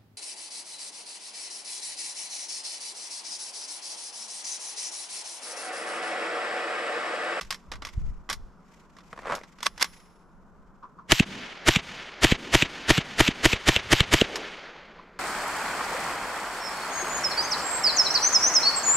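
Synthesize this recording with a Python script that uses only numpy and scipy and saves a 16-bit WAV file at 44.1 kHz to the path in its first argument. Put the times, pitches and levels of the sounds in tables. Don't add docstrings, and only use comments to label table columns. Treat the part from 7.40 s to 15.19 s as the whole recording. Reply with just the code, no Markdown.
import sys
import numpy as np
from scipy import signal
from scipy.fft import rfft, irfft
from scipy.io import wavfile
from scipy.ndimage import uniform_filter1d

SR = 44100
rng = np.random.default_rng(int(sys.argv[2]) if len(sys.argv) > 2 else 0)


def transcribe(u):
    v = np.clip(np.atleast_2d(u).T, -1, 1)
    q = np.round(v * 32767).astype(np.int16)
    wavfile.write(sys.argv[1], SR, q)


N = 343539
TIME = np.arange(N) / SR

# t/s, blast level/dB, shock front level/dB
SHOTS = [(3.7205, -3.5, 11), (4.2852, -1, 2), (4.8428, 0, -4), (5.148, -.5, -1), (5.5036, -1, -2),
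         (5.804, -0.5, -1), (6.0552, -1, 0.5), (6.2867, -1, -1.5), (6.5286, -1, -0.5), (6.7381, -1.5, 1)]
# delay/ms, level/dB, pulse length/ms, gas level/dB
BLAST_PATHS = [(0, 0.5, .4, -11), (3.3, -1, 0.46, -1.5), (6.401, 1.5, 0.7, -9)]
# f/Hz, level/dB, t60/s
BOOM_TONES = [(119, -10.5, 0.059), (311, -12.5, 0.022), (602, -29, 0.029)]
# t/s, crack level/dB, thump delay/s, thump level/dB, thump f/Hz
STRIKES = [(3.7985, -6.5, 0.0075, -3, 189), (4.3616, -6, 0.0073, -12.5, 139),
           (4.9204, -10.5, 0.0033, -4, 237), (5.2238, -5, 0.0047, -10, 223), (5.5801, -8, 0.0081, -10, 169),
           (5.8803, -8, .009, -9, 217), (6.1324, -8, .003, -26, 104), (6.3635, -8, .003, -9, 96),
           (6.6059, -1.5, 0.0036, -6.5, 119), (6.8144, -5, 0.0055, -0.5, 378)]
# f/Hz, level/dB in a half octave, t60/s
ROLL_BANDS = [(60, -55, 1.2), (176, -54, 0.7), (403, -55, 4.34), (885, -45, 2.14), (1710, -43.5, 2.7),
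              (2900, -40.5, 1.82), (4780, -46.5, 1.86), (7380, -42.5, 0.81), (9800, -61.5, 1.14),
              (13000, -52, 0.52)]
# t/s, level/dB, tilt/dB per octave, first rebound level/dB
CLACKS = [(0.01, -16, -1.5, -13.5), (0.105, -9, -1.5, -7), (0.3163, -14.5, -4.5, -8.5),
          (0.42, -18.5, -6, -18), (0.449, -16.5, -3, -6), (0.89, -17.5, -5.5, 2), (0.898, -8, -2, -17),
          (0.927, -13.5, 1.5, -42), (1.566, -34.5, -5, 1.5), (1.95, -18.5, 1, -15.5), (2.034, -28, -5, -22),
          (2.185, -32.5, -5, 6), (2.228, -12.5, -1, -13), (2.377, -23.5, -3.5, -1.5),
          (2.442, -12.5, -2, -27.5), (6.956, -9.5, -2.4, -31), (6.965, -25, -3, -20)]
# stop t/s, stop level/dB, tilt/dB per octave, slide length/s, slide level/dB,
# spring level/dB
BOLT_STROKES = [(2.2654, -4, -3, 0.0015, -23, -7.5), (2.4253, 0.5, -0.5, 0.012, -24.5, 3)]
# f/Hz, level/dB, t60/s
BODY_TONES = [(1133, -36.5, 0.028), (1550, -48, .025), (2010, -37.5, 0.012), (3440, -41.5, 0.019),
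              (4050, -46, .025), (5414, -39, 0.021)]
# f/Hz, level/dB, t60/s
SPRING_TONES = [(5170, -66, .9), (5265, -63, .9), (5400, -64, .8), (5560, -67, .8), (10535, -57, .85),
                (13469, -69, .75)]
# t/s, level/dB
LOG_KNOCKS = [(1.729, -18), (1.776, -23.5), (1.79, -20.5), (1.873, -21), (1.922, -10.5), (1.933, -13)]
# t/s, level/dB
TAPS = [(3.429, -36), (3.585, -40.5), (7.587, -45)]
# t/s, length/s, level/dB
ARM_MOVES = [(0, 0.032, -59.5), (.5, 0.1, -64), (1.33, 0.035, -65.5), (1.65, 0.91, -67),
             (2.5, 0.078, -67.5)]
# t/s, length/s, level/dB
GUSTS = [(.04, 0.066, -43), (.29, 0.17, -38), (.59, 0.12, -24.5), (.92, .13, -37.5), (1.85, 0.12, -50),
         (2.3, 0.24, -51), (2.95, 0.34, -55)]

# f/Hz, level/dB
GAS_SPECTRUM = [(150, -2), (400, -1.5), (900, -7), (2000, -0.5), (3200, -4.5), (4500, -9.5), (7200, -13),
                (8500, -19), (10500, -22), (12300, -27), (15000, -45.5)]
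SIZZLE_SPECTRUM = [(50, -17), (200, -3.5), (480, -14), (800, -4.5), (1600, -1), (3000, 2), (5000, -8),
                   (7500, -13.5), (8600, -23), (11000, -28.5), (12300, -21), (15000, -36)]
STRIKE_SPECTRUM = [(200, -6.5), (900, -11.5), (1700, -4), (2700, 2.5), (3600, -4), (5000, -17.5),
                   (7500, -17.5), (9000, -31.5), (12500, -36), (15000, -52)]
EARTH_SPECTRUM = [(30, 2), (120, 1.5), (450, -5.5), (800, -17), (3000, -85)]
STEEL_SPECTRUM = [(150, -44.5), (250, -17), (335, -20.5), (614, -14), (705, -14.5), (945, -7), (1410, -5),
                  (2130, -4.5), (2440, -6.5), (3390, -5), (4390, -6), (5130, -2.5), (8770, -13.5),
                  (12600, -18), (15500, -63)]
WOOD_SPECTRUM = [(47, -42), (80, -12), (286, -4.5), (319, -8), (547, 1.5), (791, -3), (1120, 1.5),
                 (2540, -11), (2770, -17.5), (9090, -32.5), (14000, -54)]
TAP_SPECTRUM = [(400, -13), (800, -15.5), (1020, 13.5), (1400, 1), (1900, -26), (6000, -34.5), (12000, -69)]
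CLOTH_SPECTRUM = [(800, -18), (2000, 6), (4000, -5), (5500, -2), (7500, -4.5), (9000, -14.5),
                  (12300, -15.5), (14000, -27.5)]
GUST_SPECTRUM = [(15, 5.5), (40, 0.5), (80, -12), (150, -19.5), (400, -42), (2000, -88)]
FOREST_SPECTRUM = [(59, -56.5), (100, -22.5), (118, -20.5), (134, -15.5), (176, -4.5), (257, -14),
                   (285, -18), (383, -17.5), (607, -21.5), (831, -22), (904, -18.5), (983, -17.5),
                   (1460, -22.5), (2520, -54.5), (15000, -64.5)]


def muzzle_blasts():
    pulses, gas, t = np.zeros((2, N)), np.zeros((2, N)), TIME[:SR // 8]
    ring = sum(undb(db) * np.sin(2 * np.pi * hz * t) * fade(t, t60) for hz, db, t60 in BOOM_TONES)
    puff = noise(len(t), -33) * fade(t, 0.0071)
    lead_s, shock_width_s = 0.0004, 0.00008
    shock_age = (t - lead_s) / shock_width_s
    shock = -shock_age * np.exp(-shock_age ** 2 / 2)
    for s, blast_db, front_db in SHOTS:
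        for delay_ms, db, length_ms, gas_db in BLAST_PATHS:
            age = t * 1000 / length_ms
            arrival_s = s + delay_ms / 1000
            pulse = (1 - age) * np.exp(-age) * (1 - np.exp(-t / 0.00005))
            add(pulses, arrival_s, undb(blast_db + db) * (ring - pulse))
            add(gas, arrival_s, undb(blast_db + gas_db) * puff)
        add(pulses, s - lead_s, undb(front_db - 3.5) * shock)
        bright_hiss = np.diff(noise(len(t) + 1, -4))
        add(gas, s - lead_s, undb(front_db) * bright_hiss * fade(t, 0.0038))
    return pulses + colour(gas, GAS_SPECTRUM)


def blast_rush():
    lead_s, rise_s, hold_s, tick_lead_s = 0.05, 0.018, 0.0018, 0.009
    out, t = np.zeros((2, N)), TIME[:SR // 8] - lead_s
    swell = np.where(t < 0, np.exp(-(t / rise_s) ** 2), fade(np.maximum(t - hold_s, 0), 0.058))
    tick = fade(t + tick_lead_s, 0.019)
    envelope = np.hypot(undb(-16) * swell, undb(-9) * tick)
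    shared = noise(len(t), -8)
    for s, blast_db, _ in SHOTS:
        grain = (shared + noise(len(t), -12.5)) / np.sqrt(2)
        add(out, s - lead_s, undb(blast_db) * grain * envelope)
    return colour(out, GAS_SPECTRUM)


def bullets():
    out, t = np.zeros((2, N)), TIME[:SR // 5]
    for (s, blast_db, front_db), strike in zip(SHOTS, STRIKES):
        strike_s, crack_db, delay_s, thump_db, thump_hz = strike
        since_hit = t - (strike_s - s)
        stones = undb(3.6 * wobble(len(t), size=30))
        flight = fade(np.maximum(since_hit, 0), 0.033)
        sizzle = noise(len(t), -12) * stones * undb(blast_db - 27.5) * flight
        crack = undb(crack_db - 3.5) * arch(since_hit, hold_s=0, rise_s=0.0099, fall_s=0.0084)
        spray = undb(blast_db - 18.5) * arch(since_hit, hold_s=0, rise_s=0.068, fall_s=0.067)
        rumble = undb(-15.5) * noise(len(t), -11) * fade(since_hit, 0.036)
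        impact = noise(len(t), -13.5) * np.hypot(crack, spray)
        tilt_db = 0.19 * (front_db + 5.5)
        add(out, s, colour(sizzle, SIZZLE_SPECTRUM, tilt_db) + colour(rumble, EARTH_SPECTRUM))
        add(out, s, colour(impact, STRIKE_SPECTRUM, tilt_db))
        out += undb(crack_db + 2) * swing(strike_s, hz=3070, cycles=1)
        landed = np.clip((TIME - strike_s) / 0.00015, 0, 1)
        out += undb(thump_db) * swing(strike_s + delay_s, thump_hz, cycles=0.84) * landed
    return out


def pit_echo():
    bank_s, bank_width_s, bank_top_hz = 0.11, 0.013, 3580
    slopes_start_s, slopes_rise_s = 0.13, 0.18
    sink_from_hz, sink_to_hz, sink_s = 4100, 1023, 0.34
    t = TIME[:3 * SR]
    hz, db, t60 = np.transpose(ROLL_BANDS)
    octave = np.log2(np.maximum(np.fft.rfftfreq(len(t), 1 / SR), 1))
    sinking = np.log2(sink_to_hz + (sink_from_hz - sink_to_hz) * np.exp(-t / sink_s))
    bank = undb(6.5) * np.exp(-((t - bank_s) / bank_width_s) ** 2)
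    slopes = undb(4) * np.sqrt(1 - np.exp(-np.maximum(t - slopes_start_s, 0) / slopes_rise_s))
    scatter, echo = rfft(noise(len(t), -9.5)), 0
    for centre in np.arange(5.5, 14, 0.5):
        window = np.cos(np.pi / 2 * np.clip(2 * (octave - centre), -1, 1)) ** 2
        band = irfft(scatter * window)
        band *= undb(1.2 * wobble(len(t), size=1500))
        band *= undb(3 * np.exp(-(centre - sinking) ** 2))
        arrival = bank / np.hypot(1, (2 ** centre / bank_top_hz) ** 2) + slopes
        level = undb(np.interp(centre, np.log2(hz), db))
        decay = fade(t, np.interp(centre, np.log2(hz), t60))
        echo += band / band.std() * arrival * level * decay
    echo *= undb(1.6 * wobble(len(t), size=441))
    out = np.zeros((2, N))
    for s, *_ in SHOTS:
        add(out, s, echo)
    return out


def thump_echoes():
    delay_s, width_s, pitch_ratio = 0.14, 0.11, 1.09
    out, t = np.zeros((2, N)), TIME[:SR // 2]
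    envelope = np.exp(-((t - delay_s) / width_s) ** 2)
    for s, _, _, thump_db, thump_hz in STRIKES:
        hz = pitch_ratio * thump_hz
        spectrum = [(hz / 4, -22), (hz, 0), (hz * 2, -12), (hz * 10, -60)]
        add(out, s, undb(thump_db - 36.5) * colour(noise(len(t), -32) * envelope, spectrum))
    return out


def steel_parts():
    rebound_s, rebound_loss_db = 0.019, 5
    out, t = np.zeros((2, N)), TIME[:SR // 2]
    snap = fade(t, 0.007) + undb(-15) * fade(t, 0.063) + undb(-57.5) * fade(t, 1.0)
    snap *= 1 - np.exp(-(t / 0.0019) ** 2)
    for s, db, tilt_db, rebound_db in CLACKS:
        for bounce, bounce_db in enumerate([0, rebound_db, rebound_db - rebound_loss_db]):
            clack = colour(noise(len(t), -11) * snap, STEEL_SPECTRUM, tilt_db)
            add(out, s + bounce * rebound_s, undb(db + bounce_db) * clack)
    slam = fade(t, 0.011) + undb(-58) * fade(t, 1.0)
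    slam *= 1 - np.exp(-(t / 0.0011) ** 2)
    for s, db, tilt_db, slide_s, slide_db, _ in BOLT_STROKES:
        slide = arch(TIME - s + slide_s, slide_s, rise_s=0.034, fall_s=0.046)
        slide *= undb(slide_db + 2 * wobble(N, size=50))
        out += colour(noise(N, -9) * slide, STEEL_SPECTRUM, tilt_db=-2)
        add(out, s, undb(db) * colour(noise(len(t), -9.5) * slam, STEEL_SPECTRUM, tilt_db))
    body = sum(undb(db) * np.cos(2 * np.pi * hz * t) * fade(t, t60) for hz, db, t60 in BODY_TONES)
    out += signal.fftconvolve(out, body[None], axes=1)[:, :N]
    return out * undb([[-0.9], [0.9]])


def recoil_spring():
    out, t = np.zeros((2, N)), TIME[:SR]
    swell = 1 - np.exp(-t / 0.02)
    for s, *_, spring_db in BOLT_STROKES:
        for hz, db, t60 in SPRING_TONES:
            shimmer = np.array([undb(2.5 * wobble(len(t), size=600)) for _ in range(2)])
            tone = np.sin(2 * np.pi * hz * t) * fade(t, t60)
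            add(out, s, undb(spring_db + db) * shimmer * tone * swell)
    return out


def rifle_on_log():
    grit = undb(5.7 * wobble(N, size=60))
    push = undb(-32) * arch(TIME - 1.9085, hold_s=0.024, rise_s=0.34, fall_s=0.24)
    out = noise(N, -13) * grit * push
    t = TIME[:SR // 10]
    click = t == 0
    for s, db in LOG_KNOCKS:
        add(out, s, undb(db) * (click + 0.24 * noise(len(t), -15) * fade(t, 0.036)))
    return colour(out, WOOD_SPECTRUM)


def taps():
    envelope = np.zeros(N)
    for s, db in TAPS:
        since_peak = TIME - s - 0.004
        envelope += undb(db) * (fade(since_peak, 0.14) + fade(-since_peak, 0.03))
    return colour(noise(N, -9.5) * envelope, TAP_SPECTRUM)


def clothing():
    rest_db = -78.5
    moving = spells(ARM_MOVES, rest_db, rise_s=0.6, fall_s=1)
    unevenness = 1.5 - undb(rest_db) / moving
    folds = undb(3.8 * wobble(N, size=500) * unevenness)
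    return colour(noise(N, -4.5), CLOTH_SPECTRUM) * moving * folds


def breeze():
    forest = colour(noise(N, -11), FOREST_SPECTRUM) * undb(-55.5)
    gusts = colour(noise(N, -4), GUST_SPECTRUM) * spells(GUSTS, rest_db=-56, rise_s=0.16, fall_s=0.3)
    bump = undb(-14) * swing(0.58, hz=63, cycles=0.48)
    return forest + gusts + bump


def undb(db):
    return 10 ** (np.asarray(db) / 20)


def noise(count, side_db):
    mid, side = rng.standard_normal((2, count))
    return np.array([mid + undb(side_db) * side, mid - undb(side_db) * side])


def colour(x, spectrum, tilt_db=0):
    size = 4096
    octave = np.log2(np.maximum(np.fft.rfftfreq(size, 1 / SR), 1))
    hz, db = np.transpose(spectrum)
    tilt = tilt_db * np.maximum(octave, np.log2(hz[0]))
    gain = undb(np.interp(octave, np.log2(hz), db) + tilt)
    gain /= np.sqrt(np.mean(gain ** 2))
    cepstrum = irfft(np.log(gain + 1e-9))
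    cepstrum[1:size // 2] *= 2
    cepstrum[size // 2 + 1:] = 0
    response = irfft(np.exp(rfft(cepstrum)))
    return signal.fftconvolve(x, response[None], axes=1)[:, :x.shape[1]]


def swing(s, hz, cycles):
    turns = (TIME - s) * hz
    near = np.abs(turns) < 2 * np.pi
    out = np.zeros(N)
    out[near] = -np.cos(2 * np.pi * turns[near]) / np.cosh(np.pi * turns[near] / cycles)
    return out


def wobble(count, size):
    return uniform_filter1d(np.repeat(rng.standard_normal(count // size + 1), size), size)[:count]


def fade(t, t60):
    return (t >= 0) * undb(-60 * np.maximum(t, 0) / t60)


def arch(t, hold_s, rise_s, fall_s):
    return undb(-60 * (np.maximum(-t, 0) / rise_s + np.maximum(t - hold_s, 0) / fall_s))


def spells(rows, rest_db, rise_s, fall_s):
    power = sum((undb(db) * arch(TIME - s, length, rise_s, fall_s)) ** 2 for s, length, db in rows)
    return np.sqrt(undb(rest_db) ** 2 + power)


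def add(out, s, sound):
    start = max(int(round(s * SR)), 0)
    part = sound[..., :N - start]
    out[:, start:start + part.shape[-1]] += part


def scene():
    shots = muzzle_blasts() + blast_rush() + bullets() + pit_echo() + thump_echoes()
    return shots + steel_parts() + recoil_spring() + clothing() + rifle_on_log() + taps() + breeze()


def record(dry):
    narrow_from_s, narrow_db_per_s, narrowest_db = 4.14, -60, -42
    bottom_hz, top_hz = 18, 15400
    mid = dry.mean(axis=0)
    width = undb(np.clip(narrow_db_per_s * (TIME - narrow_from_s), narrowest_db, 0))
    narrowed = mid + (dry - mid) * width
    thinned = signal.sosfilt(signal.butter(1, bottom_hz, "high", fs=SR, output="sos"), narrowed)
    rounded = 0.99 * np.tanh(thinned / 1.144)
    return signal.sosfilt(signal.ellip(10, 0.2, 80, top_hz, fs=SR, output="sos"), rounded)


dry = scene()
out = record(dry)
transcribe(out)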